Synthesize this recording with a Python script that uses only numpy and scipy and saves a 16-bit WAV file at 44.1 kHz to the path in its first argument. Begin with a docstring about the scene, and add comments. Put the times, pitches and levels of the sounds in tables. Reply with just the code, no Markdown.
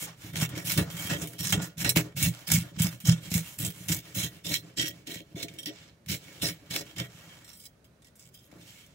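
"""A toothed steel scaler is raked over a large fish lying in a steel kitchen sink.
Teeth catch and tear scales: gated noise makes a dense rasp, which rings the tool's resonances.
The tool slides back flat between strokes; each push thuds through the fish into the basin's modes.
At the end the tool and the fingers only brush the skin, over the quiet of the kitchen (steady noise).
Small microphones hear it in stereo, thin in the deep bass and cut at the top."""
import sys
import numpy as np
from scipy import signal
from scipy.io import wavfile
from scipy.ndimage import uniform_filter1d

SR = 44100
rng = np.random.default_rng(int(sys.argv[2]) if len(sys.argv) > 2 else 0)


def inscribe(sig):
    """Save sig as 16-bit PCM at rate SR to the path in sys.argv[1].

    A 1-D sig is mono; a 2-D sig holds one channel per row.
    Samples are clipped to [-1, 1] before scaling.
    """
    pcm = np.round(np.clip(np.atleast_2d(sig).T, -1, 1) * 32767)
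    wavfile.write(sys.argv[1], SR, pcm.astype(np.int16))


N = 394254

# Levels in the tables are relative; the mix sets each layer's final loudness.

# Hush of the kitchen: pitch_hz, level_db
KITCHEN_SPECTRUM = [(18, -42), (30, -0.5), (134, 0), (336, -12), (540, -11), (760, -25.5), (913, -20.5),
                    (1910, -18.5), (2230, -30.5), (2980, -28), (16000, -39.5)]
KITCHEN_DB = -59.5

# Pushes that thud the basin: start_s, level_db, walls_db (extra on the wall modes)
THUDS = [(0.032, -44, -13), (0.364, -25, -31), (0.422, -14, -12.5), (0.646, -29.5, -15), (0.721, -35, -7),
         (0.78, -13.5, -12), (1.049, -25, -14), (1.109, -17, -19), (1.222, -24.5, -14), (1.455, -29, -16),
         (1.527, -19.5, -32), (1.617, -23.5, -23), (1.775, -30, -18), (1.844, -21.5, -9),
         (1.964, -16.5, 0.5), (2.229, -48, -24), (2.492, -39, 2), (2.519, -13.5, -21), (2.542, -10.5, -37),
         (2.577, -14.5, -37), (2.801, -10.5, -38), (3.077, -41, -30), (3.315, -19.5, -15),
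         (3.351, -13.5, -39), (3.599, -24, -23), (3.619, -40, -25), (3.899, -18.5, -26), (4.181, -40, -36),
         (4.511, -23.5, -4), (4.816, -31.5, -14), (5.158, -33, -5), (5.345, -27.5, -19), (5.661, -35, -7),
         (6.095, -22.5, -24), (6.426, -19, -18), (6.705, -29.5, -24), (6.988, -32, -15), (8.527, -44, 3.5)]
# Basin modes: pitch_hz, level_db, t60_s
BASIN_MODES = [(90, -10, 0.052), (122.2, -7.5, 0.21), (165.4, 1, 0.12), (180, -12.5, 0.12),
               (252, -11, 0.047), (303.3, -4, 0.088), (321.7, -7, 0.054), (416.3, -13, 0.18),
               (476.5, -20.5, 0.22), (532, -11, 0.072), (578.3, -10, 0.086), (599, -17.5, 0.085),
               (675, -15.5, 0.14), (903, -10.5, 0.0097)]
FLOOR_MODES = 4   # the first modes belong to the floor, the rest to the walls

# Teeth snapping over scales, and near the end the hand pressing the fish: start_s, level_db, brightness_db,
# t60_s
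SNAPS = [(0.366, -19.5, -18, 0.16), (0.415, -17, -8, 0.09), (0.491, -32.5, 4, 0.09),
         (0.5526, -30, -23, 0.09), (0.6556, -31, -11, 0.09), (0.671, -19.5, -4, 0.12),
         (0.7188, -15, 4, 0.08), (0.7754, -7.5, -12, 0.13), (0.9009, -25.5, -22, 0.11),
         (1.0975, -20, -16, 0.12), (1.2206, -34, -6, 0.078), (1.272, -30, 4, 0.12),
         (1.3848, -38, -16, 0.09), (1.504, -22, 2, 0.12), (1.5238, -6, -5.5, 0.099),
         (1.6207, -26, -18, 0.09), (1.78, -31, -3, 0.09), (1.8033, -16.5, -18, 0.09),
         (1.8457, -7.5, -21, 0.11), (1.8923, -11, 3.5, 0.09), (1.9594, -8, -14, 0.09),
         (1.9706, -5, -11, 0.09), (2.175, -21, -11, 0.16), (2.2263, -14, 10, 0.16),
         (2.4778, -26.5, 8, 0.12), (2.517, -8, -0.5, 0.085), (2.5364, -10.5, 1, 0.16),
         (2.789, -31, -8, 0.09), (2.797, -27, 8, 0.082), (2.819, -13, 2, 0.13), (3.0021, -33, -5, 0.21),
         (3.0535, -39, -12, 0.09), (3.0704, -17, -1, 0.11), (3.3153, -17, -26, 0.09), (3.34, -13, -1, 0.17),
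         (3.5907, -37, -11, 0.09), (3.6277, -31, 4, 0.09), (3.889, -13.5, -6, 0.11),
         (4.1485, -30, -25, 0.099), (4.1703, -25, -6, 0.09), (4.4528, -44, -8, 0.09),
         (4.772, -26, -17, 0.076), (4.7845, -22, -24, 0.09), (4.796, -9.5, -40, 0.09),
         (4.8134, -16, -12, 0.099), (4.8824, -25, 4, 0.047), (5.0714, -23.5, -22, 0.11),
         (5.3682, -43, -7, 0.09), (5.4278, -17, -10, 0.066), (5.4832, -27.5, -29, 0.084),
         (5.5129, -45, -15, 0.09), (5.5373, -39, -5, 0.09), (5.586, -28.5, -1, 0.079),
         (5.6302, -32, -3, 0.07), (5.658, -18.5, -9.5, 0.09), (5.6714, -26.5, -8, 0.085),
         (6.0611, -35, -7, 0.07), (6.086, -23, -14, 0.09), (6.097, -19.5, -15, 0.1),
         (6.4203, -16.5, -14, 0.083), (6.709, -21, -14, 0.12), (6.963, -27.5, -21, 0.09),
         (6.9824, -21, -19, 0.11), (7.445, -36.5, -8, 0.09), (7.4904, -36, -6, 0.065),
         (7.5318, -40, 2, 0.17), (7.654, -32, -3, 0.066), (7.8431, -45.5, -3.5, 0.09),
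         (8.0204, -43, -11, 0.09), (8.0448, -38, -13, 0.084), (8.155, -44, -3, 0.19),
         (8.1945, -40.5, 0, 0.09), (8.4741, -52, -5, 0.09), (8.514, -41, -17, 0.097),
         (8.8634, -42.5, -11, 0.09)]
# Colour of the rasp: pitch_hz, density_db (per Hz)
RASP_SPECTRUM = [(400, -32), (620, -14), (1000, -18.5), (1700, -13.5), (2800, -7), (4500, -7.5),
                 (7000, -11.5), (10500, -14), (13500, -9.5), (15700, -7)]

# Strokes that catch scales: start_s, bite_s (time to full bite), length_s, rasp_db,
# brightness_db (top), fullness_db (mids), floor_load_db, wall_load_db,
# three free_hz (pitches the grip leaves free), free_db (their gain),
# damping (by the flesh, 0-1), catching (0-1, low = smooth)
STROKES = [(0.0, 0.027, 0.066, -40.5, 2, -3.5, -34, -43, 2230, 3180, 7000, 10.8, 1, 0.17),
           (0.333, 0.1, 0.13, -36, -4.5, -2.5, -27.5, -39.5, 1590, 2400, 3180, 6.5, 0.68, 0.97),
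           (0.549, 0.027, 0.08, -40.5, -6.5, 1, -39, -38, 1730, 2200, 5700, 7.2, 0.72, 0.63),
           (.65, 0.078, 0.13, -33, -3, -9, -30, -45.5, 3100, 4340, 5600, 3.4, 0.82, 0.52),
           (0.77, .02, 0.059, -32.5, -8, 3, -18, -24, 1800, 2950, 4400, 10, 0.38, 0.82),
           (.9, 0.13, 0.34, -41, -2, -1, -37, -43.5, 1700, 2260, 3180, 8.8, 0.71, 0.58),
           (1.093, 0.021, 0.056, -31, -10.5, -2.5, -24.5, -28.5, 1500, 1770, 2910, 15, 0.6, 0.38),
           (1.208, 0.016, 0.044, -38, -2.5, 0, -45, -38, 2200, 5600, 7150, 6.7, 0.6, 0.98),
           (1.385, 0.065, 0.17, -36.5, -2, -7.5, -33.5, -47.5, 4140, 5440, 7060, 5.7, .67, 0.75),
           (1.519, 0.013, 0.082, -35.5, -19, 7.5, -21.5, -33.5, 1494, 3060, 7120, 6.7, 0.35, 0.93),
           (1.613, 0.0096, 0.059, -38, -3, 1.5, -32.5, -39.5, 1600, 2960, 7260, 7, 0.65, 0.73),
           (1.78, 0.034, 0.078, -35, -5.5, -9.5, -29, -45, 1800, 4100, 5600, 3.8, 0.81, 0.6),
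           (1.845, 0.017, 0.052, -27, -13, -3, -22, -28, 1730, 4150, 5600, 8.6, .6, 1),
           (1.957, 0.0085, 0.056, -29.5, -7, -3, -21, -27.5, 1710, 2270, 2970, 7.6, 1, 0.81),
           (2.166, 0.09, 0.12, -29.5, -4.5, -9, -18.5, -39.5, 2430, 3960, 6600, 4.3, 0.49, 0.55),
           (2.473, 0.063, 0.13, -31, -5, -7.5, -22, -44, 2320, 3260, 5130, 4.6, 0.52, 1),
           (2.787, 0.084, 0.097, -32, -7, -4.5, -20.5, -40.5, 3130, 5000, 6500, 4.3, 0.48, .9),
           (3.051, 0.043, 0.079, -30, -7, -5.5, -18.5, -39.5, 3250, 5500, 6230, 6.8, 0.39, 0.91),
           (3.304, 0.048, 0.1, -35, -3, -7, -28.5, -41, 4000, 5600, 7100, 4, 0.74, 0.56),
           (3.588, 0.052, 0.11, -34.5, 0.5, -8.5, -26.5, -39, 2140, 3300, 7240, 2.6, 0.55, 0.98),
           (3.883, 0.012, 0.094, -33, -1.5, -7.5, -28, -38, 2180, 6540, 7240, 2.7, 0.65, 1),
           (4.149, 0.048, 0.12, -32.5, -3, -8, -26.5, -35, 3330, 3950, 6540, 7.9, 0.45, 0.51),
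           (4.447, 0.1, 0.13, -30, -5.5, -14, -30.5, -32, 2120, 4050, 5750, 5.4, 0.25, .75),
           (4.77, 0.044, 0.12, -33, -8.5, -19, -33, -32.5, 1830, 3170, 5740, 12, 0.55, 0.93),
           (5.067, 0.044, 0.13, -39.5, -9, -15.5, -46, -37.5, 1890, 3240, 4060, 5, 0.58, 0.77),
           (5.358, 0.048, 0.092, -43.5, -11, -10, -39, -34, 2104, 3870, 6060, 13.7, 0.66, 0.24),
           (5.584, 0.0088, .065, -54, 0, -13, -55, -49, 1830, 3320, 5640, 13.3, .45, 0.74),
           (5.655, 0.028, 0.055, -45, -27, -26, -44, -34.5, 1930, 3230, 5600, 11.7, 0.71, 0.97),
           (6.085, 0.037, 0.079, -33.5, -4.5, -15, -31, -38.5, 2330, 4230, 5600, 8, .95, 0.7),
           (6.418, .015, 0.089, -31.5, -3.5, -9, -31, -32, 2230, 4050, 5480, 7.9, .5, 0.61),
           (6.705, .05, 0.11, -33.5, -6.5, -7.5, -38, -32.5, 2080, 4050, 5300, 6.4, 0.81, 0.77),
           (6.962, 0.038, 0.093, -40, -12, -3.5, -31.5, -37.5, 1910, 2170, 3250, 9.2, 0.36, 0.6),
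           (7.439, 0.057, .13, -54.5, -5.5, -2, -55, -72, 4260, 5600, 8290, 9.5, .2, 0.74),
           (7.56, 0.12, 0.11, -54, 3.5, -14.5, -66, -78, 3200, 5000, 6330, 7.7, 0.11, .8),
           (8.045, 0.026, 0.042, -58.5, -5, -26, -74, -85, 1890, 6950, 8290, 7, 0.24, .6),
           (8.19, .02, 0.1, -61, -2, -21, -58, -81, 2230, 5000, 7680, 6.7, .6, 1),
           (8.32, 0.03, 0.14, -61.5, -1, -28, -65, -77.5, 3400, 5300, 6600, 7.7, .16, 1)]
FIRST_TOUCH_DB, LAST_TOUCH_DB = -7, -8.5   # start and end of a stroke against its full bite
LAND_DB_PER_S, LIFT_DB_PER_S = 2501, 501

# The tool or the fingers slide flat over the skin: start_s, length_s, rasp_db,
# brightness_db, fullness_db, floor_load_db, wall_load_db
SLIDES = [(0.053, 0.051, -45.5, -12.5, 3.5, -39.5, -46), (0.21, 0.098, -48, -6.5, -2, -42, -51.5),
          (0.474, 0.13, -50, -16, 4.5, -35, -44), (0.84, 0.1, -50, -13, 6.5, -35, -48),
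          (1.172, 0.09, -49, -14, 18, -37, -38.5), (1.25, 0.12, -55, -1.5, -2, -49, -50),
          (1.664, 0.064, -59.5, -12, 3, -51, -55), (2.02, .06, -51, -12, 4.5, -38.5, -41.5),
          (2.295, 0.16, -50.5, -8.5, 1, -45.5, -50.5), (2.593, 0.11, -53, -9, 3, -42, -47.5),
          (2.747, .04, -53, -16, -2, -35, -53), (2.887, 0.068, -50, -3, -1, -39, -50.5),
          (3.141, 0.057, -51.5, -10, 0, -43, -49), (3.227, 0.077, -47, -7.5, -5, -38.5, -50),
          (3.367, 0.19, -49, -1.5, -3, -46, -56.5), (3.732, 0.18, -51.5, -2, -4, -44.5, -56),
          (4.037, 0.1, -50.5, -10, -4, -48, -52), (4.283, .11, -55, -8, -2.5, -48.5, -54),
          (4.59, 0.14, -58, -13, -0.5, -51, -53), (4.91, 0.11, -57.5, -12, -3, -51, -55),
          (5.21, 0.28, -65.5, -12, -2, -57, -58.5), (5.463, 0.13, -57.5, -11, -7, -52.5, -51.5),
          (5.694, 0.2, -53, -19.5, -4.5, -52, -58), (6.175, 0.39, -51.5, -11, -5, -51.5, -52.5),
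          (6.547, 0.4, -59.5, -11, 1, -51, -57), (6.826, .12, -54, -10, -1, -56, -55),
          (7.072, .37, -55, -10, 0, -53.5, -58.5), (8.516, 0.11, -62.5, -11, 6, -53, -51.5),
          (8.601, 0.25, -53.5, -9.5, -9, -56, -68), (8.862, 0.097, -63, -13, -3, -60, -74)]
SLIDE_EDGE_DB, SLIDE_FADE_DB_PER_S = -5.5, 241   # a slide swells from this and sinks back to it
# Pitches left free in a slide: free_hz
SLIDE_FREE_HZ = [1710, 2240, 3200]
SLIDE_FREE_DB, SLIDE_DAMPING, SLIDE_CATCHING = 3, 0.87, 0.33

LEAN_IN_S, LEAN_IN_DB = 0.02, -7.5   # the fish is pressed down before the teeth bite
CHANGE_S = 0.012   # the grip passes from one contact to the next

# Scaler resonances when it rings freely: pitch_hz, width_hz, level_db
SCALER_MODES = [(1442, 5.8, -4), (1743, 15, -5), (1921, 17, 4.5), (2250, 55, -0.5), (2723, 66, -5),
                (3231, 45, 1.5), (3510, 14, -10), (3612, 49, 1.5), (4005, 46, -5), (4140, 17, -5.5),
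                (5000, 25, -12), (5010, 180, -5), (5610, 30, -3.5), (6120, 23, -14.5), (6230, 30, -10),
                (6600, 96, -3), (7080, 120, -5.5), (7655, 97, 1.5), (8250, 57, -1), (9160, 150, -4),
                (9650, 63, -9), (10480, 52, -2), (11260, 50, -6), (12500, 37, -8), (12500, 57, -8),
                (13900, 24, -0.5), (14600, 28, 3), (15770, 45, 1), (15600, 84, 1.5)]
HELD_DB, FREE_OCTAVES = -2, 0.13   # modes far from a free pitch; reach of a free pitch
DAMPED_WIDENING = 6.1   # flesh widens a mode by this factor

# Stereo likeness: pitch_hz, likeness (correlation of left and right)
LIKENESS = [(60, .997), (130, .995), (200, .97), (290, .8), (640, .5), (1410, .05), (3100, .01),
            (6820, .35), (10000, .55), (15000, .6)]
# Stereo lean: pitch_hz, lean_db (left minus right)
LEAN = [(60, 6), (150, -3), (380, 2), (950, 2), (2380, -8.5), (5980, -8.5), (15000, 1.5)]
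# Phase of the ringing tool: pitch_hz, lead_rad (by which the left leads)
LEAD = [(340, .2), (1460, .4), (1890, 2.0), (2150, .7), (2760, .6), (3190, 3.1), (3960, 1.1), (5170, 3.3),
        (5680, 5.6), (6200, 6.2), (6250, 0), (16000, 0)]
# Microphone limits
ROLL_OFF_HZ, CUTOFF_HZ = 75, 15760


def from_db(db):
    """Gain of a level in dB."""
    return 10 ** (np.asarray(db) / 20)


def rms_one(x):
    """Scaled to rms 1."""
    return x / np.sqrt(np.mean(x ** 2) + 1e-20)


def at_hz(points, hz):
    """Value of a spectrum on a log-frequency axis."""
    points = np.array(points)
    return np.interp(np.log(hz), np.log(points[:, 0] + 1), points[:, 1])


def drift(rate_hz):
    """Slow chance of spread 1: noise through a double one-pole low-pass, run in."""
    # drawn at an eighth of the sample rate
    r = np.exp(-16 * np.pi * rate_hz / SR)
    noise = rng.standard_normal(N // 8 + 4002)
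    slow = signal.lfilter([1], [1, -2 * r, r * r], noise)[4000:]
    return np.interp(np.arange(N) / 8, np.arange(len(slow)), rms_one(slow))


def resonate(x, hz, width_hz):
    """Two-pole resonance with gain 1 on top."""
    r = np.exp(-np.pi * width_hz / SR)
    zeros = np.array([1, 0, -1]) * (1 - r * r) / 2
    poles = [1, -2 * r * np.cos(2 * np.pi * hz / SR), r * r]
    return signal.lfilter(zeros, poles, x)


def to_stereo(mid, side, hz):
    """Places one band: likeness and lean of the two channels at that pitch."""
    alike = np.clip(at_hz(LIKENESS, hz), -1, 1)
    lean_db = at_hz(LEAN, hz)
    pair = np.sqrt(1 + alike) * mid + np.sqrt(1 - alike) * side * [[1], [-1]]
    return from_db([[lean_db / 2], [-lean_db / 2]]) * pair / np.sqrt(2)


def bands(low_hz, step_octaves):
    """Neighbouring bands up to at most 19 kHz as (centre, filter)."""
    edges = low_hz * 2 ** np.arange(0, np.log2(19000 / low_hz), step_octaves)
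    return [(np.sqrt(a * b), signal.butter(2, [a, b], "band", fs=SR, output="sos"))
            for a, b in zip(edges, edges[1:])]


def quiet():
    """The steady hush of the kitchen: noise coloured band by band."""
    white = rng.standard_normal((2, 2, N))
    hush = 0
    for k, (hz, sos) in enumerate(bands(38.3, 0.679)):
        mid, side = signal.sosfilt(sos, white[k % 2])
        hush = hush + from_db(at_hz(KITCHEN_SPECTRUM, hz)) * to_stereo(mid, side, hz)
    return from_db(KITCHEN_DB) * rms_one(hush)


def tearing(per_s, spread_db, burst_s):
    """Envelope of scales tearing loose at random, each a short burst; rms 1."""
    torn = rng.random(N) < per_s / SR
    sizes = from_db(spread_db * np.minimum(rng.exponential(1, N), 4)) * torn
    decay = np.exp(-2 / (burst_s * SR))   # of the power
    power = signal.lfilter([1], [1, -decay], sizes ** 2 + 1e-18)
    return rms_one(np.sqrt(power))


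def basin(floor_db, wall_db):
    """Rubbing load and soft single pushes drive the basin's decaying modes."""
    judder = rng.standard_normal((2, N)) * tearing(per_s=140.0, spread_db=2.0, burst_s=0.0078)
    at = [round(row[0] * SR) for row in THUDS]
    peak_db, extra_wall_db = np.transpose(THUDS)[1:]
    share_db = rng.normal(0, 1.0, (len(at), len(BASIN_MODES)))   # each push excites the modes unevenly
    out = [0, 0]   # floor, walls
    for k, (hz, db, t60) in enumerate(BASIN_MODES):
        wall = int(k >= FLOOR_MODES)
        load_db = wall_db - 25.5 if wall else floor_db - 30.0
        # the load reaches each mode by its own path
        force = np.roll(judder, 37 * k, axis=1) * from_db(load_db)
        force[:, at] += from_db(peak_db - 5.5 + wall * extra_wall_db + share_db[:, k])
        r = from_db(-60 / (t60 * SR))
        w = 2 * np.pi * hz / SR
        mid, side = signal.lfilter([0, np.sin(w)], [1, -2 * r * np.cos(w), r * r], force)
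        out[wall] = out[wall] + from_db(db) * to_stereo(mid, side, hz)
    # flesh cushions the blow: the floor sounds round, the walls hollow
    floor_band = signal.butter(2, [70, 240], "band", fs=SR, output="sos")
    wall_band = signal.butter(2, [220, 1000], "band", fs=SR, output="sos")
    return signal.sosfilt(floor_band, out[0]) + signal.sosfilt(wall_band, out[1])


def contacts():
    """Each stroke and slide has its swell; the strongest contact at each moment sets the controls."""
    t = np.arange(0, N / SR + 0.002, 0.001)
    swells, rows = [], []
    for s, bite, length, *row in STROKES:
        corners = [s, s + min(bite, length), s + length]
        swell = np.interp(t, corners, [FIRST_TOUCH_DB, 0, LAST_TOUCH_DB])
        swell -= LAND_DB_PER_S * np.maximum(s - t, 0)
        swell -= LIFT_DB_PER_S * np.maximum(t - s - length, 0)
        swells.append(swell)
        rows.append(row)
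    for s, length, *row in SLIDES:
        off = np.abs(t - s - length / 2)   # time from the middle of the slide
        swell = SLIDE_EDGE_DB * np.minimum(2 * off / length, 1) ** 2
        swell -= SLIDE_FADE_DB_PER_S * np.maximum(off - length / 2, 0)
        swells.append(swell)
        rows.append(row + SLIDE_FREE_HZ + [SLIDE_FREE_DB, SLIDE_DAMPING, SLIDE_CATCHING])
    swells, rows = np.array(swells), np.array(rows)

    strongest = np.argmax(swells + rows[:, :1], axis=0)
    controls = uniform_filter1d(rows[strongest], max(round(CHANGE_S * 1000), 1), axis=0).T
    # rasp, floor load and wall load each follow their own loudest contact
    for k in (0, 3, 4):
        controls[k] = np.max(swells + rows[:, k:k + 1], axis=0)
    lean_in = np.interp(t + LEAN_IN_S, t, controls[3]) + LEAN_IN_DB
    controls[3] = np.maximum(controls[3], lean_in)
    controls[5:8] = rows[strongest, 5:8].T   # the free pitches change at once
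    return [np.interp(np.arange(N) / SR, t, c) for c in controls]


def snaps(bright):
    """Envelope of the single snaps: a crack and a dying tail; bright 0-1 weighs their treble."""
    power = np.zeros(N)
    for s, peak_db, top_db, t60 in SNAPS:
        at = round(s * SR)
        age = np.arange(min(N - at, SR // 5)) / SR
        crack = 1 + 1.5 * np.exp(-age / 0.001)
        tail_db = peak_db + bright * (top_db + 6.0) - 60 * age / max(t60, 0.01)
        power[at:at + len(age)] += crack * from_db(2 * tail_db)
    return np.sqrt(power)


def rasp(rasp_db, top_db, full_db, catching):
    """Tearing and snaps gate noise that is coloured band by band."""
    tear = tearing(per_s=430.0, spread_db=4.0, burst_s=0.014) * from_db(0.45 * drift(32))
    # single teeth tick on top
    ticks = tearing(per_s=250, spread_db=3, burst_s=0.001)
    tear = tear * np.sqrt(0.55 + 0.45 * ticks ** 2)
    # a smooth contact evens the tearing out
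    catching = np.clip(catching, 0, 1)
    tear = np.sqrt(catching * tear ** 2 + 1 - catching)

    white = rng.standard_normal((2, 2, N))
    snap_mid, snap_top = snaps(0), snaps(0.58)
    out = 0
    for k, (hz, sos) in enumerate(bands(507.0, 0.4923)):
        bright = np.clip(np.log2(hz / 5000), 0, 1)   # share of the treble control
        full = np.clip(np.log2(2400 / hz), 0, 1)   # share of the mid control
        level_db = rasp_db + bright * (top_db + 3.0) + full * (full_db + 11.5)
        snap_gain = from_db(-13.5 + full * (full_db + 3.0))
        snap = snap_gain * (bright * snap_top + (1 - bright) * snap_mid)
        gate = np.hypot(from_db(level_db + 2.0) * tear, snap)
        gate = gate * from_db(2.28 * catching * drift(14))   # every clump of scales has its own colour
        mid, side = signal.sosfilt(sos, white[k % 2] * gate)
        out = out + from_db(at_hz(RASP_SPECTRUM, hz) + 8.0) * to_stereo(mid, side, hz)
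    return out


def scaler(scales, free_hz, free_db, damping):
    """The rasp rings in the tool; flesh widens the modes; each reaches the channels with its own phase."""
    damping = np.clip(damping, 0, 1)
    out = scales * np.sqrt(damping)   # a free tool lets little of the raw rasp through
    for hz, width, db in SCALER_MODES:
        octaves_off = np.log2(hz / np.array(free_hz))
        near = np.exp(-(octaves_off / FREE_OCTAVES) ** 2).max(axis=0)
        grip_db = HELD_DB + (free_db - HELD_DB) * near
        drive = scales * from_db(db + 4.5 + grip_db + 3.22 * drift(11.0))
        drive[1] = 0.54 * drive[0] + 0.65 * drive[1]   # the right shares the left's drive
        free = resonate(drive * np.sqrt((1 - damping) * DAMPED_WIDENING), hz, width)
        damped = resonate(drive * np.sqrt(damping) * from_db(-4.5), hz, width * DAMPED_WIDENING)
        left, right = free + damped
        lag = round(at_hz(LEAD, hz) / (2 * np.pi * hz) * SR)
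        out += [left, np.roll(right, lag) * from_db(-0.5)]
    return out


def scene():
    """Kitchen, basin, and the scaler rung by the scales."""
    rasp_db, top_db, full_db, floor_db, wall_db, *free_hz, free_db, damping, catching = contacts()
    scales = rasp(rasp_db, top_db, full_db, catching)
    tool = scaler(scales, free_hz, free_db, damping)
    return tool + basin(floor_db, wall_db) + quiet()


def record(dry):
    """The small microphones lose the deep bass; the top is cut."""
    high_pass = signal.butter(2, ROLL_OFF_HZ, "high", fs=SR, output="sos")
    top_cut = signal.ellip(12, 0.5, 50, CUTOFF_HZ, fs=SR, output="sos")
    return signal.sosfilt(top_cut, signal.sosfilt(high_pass, dry))


dry = scene()
out = record(dry)
inscribe(out)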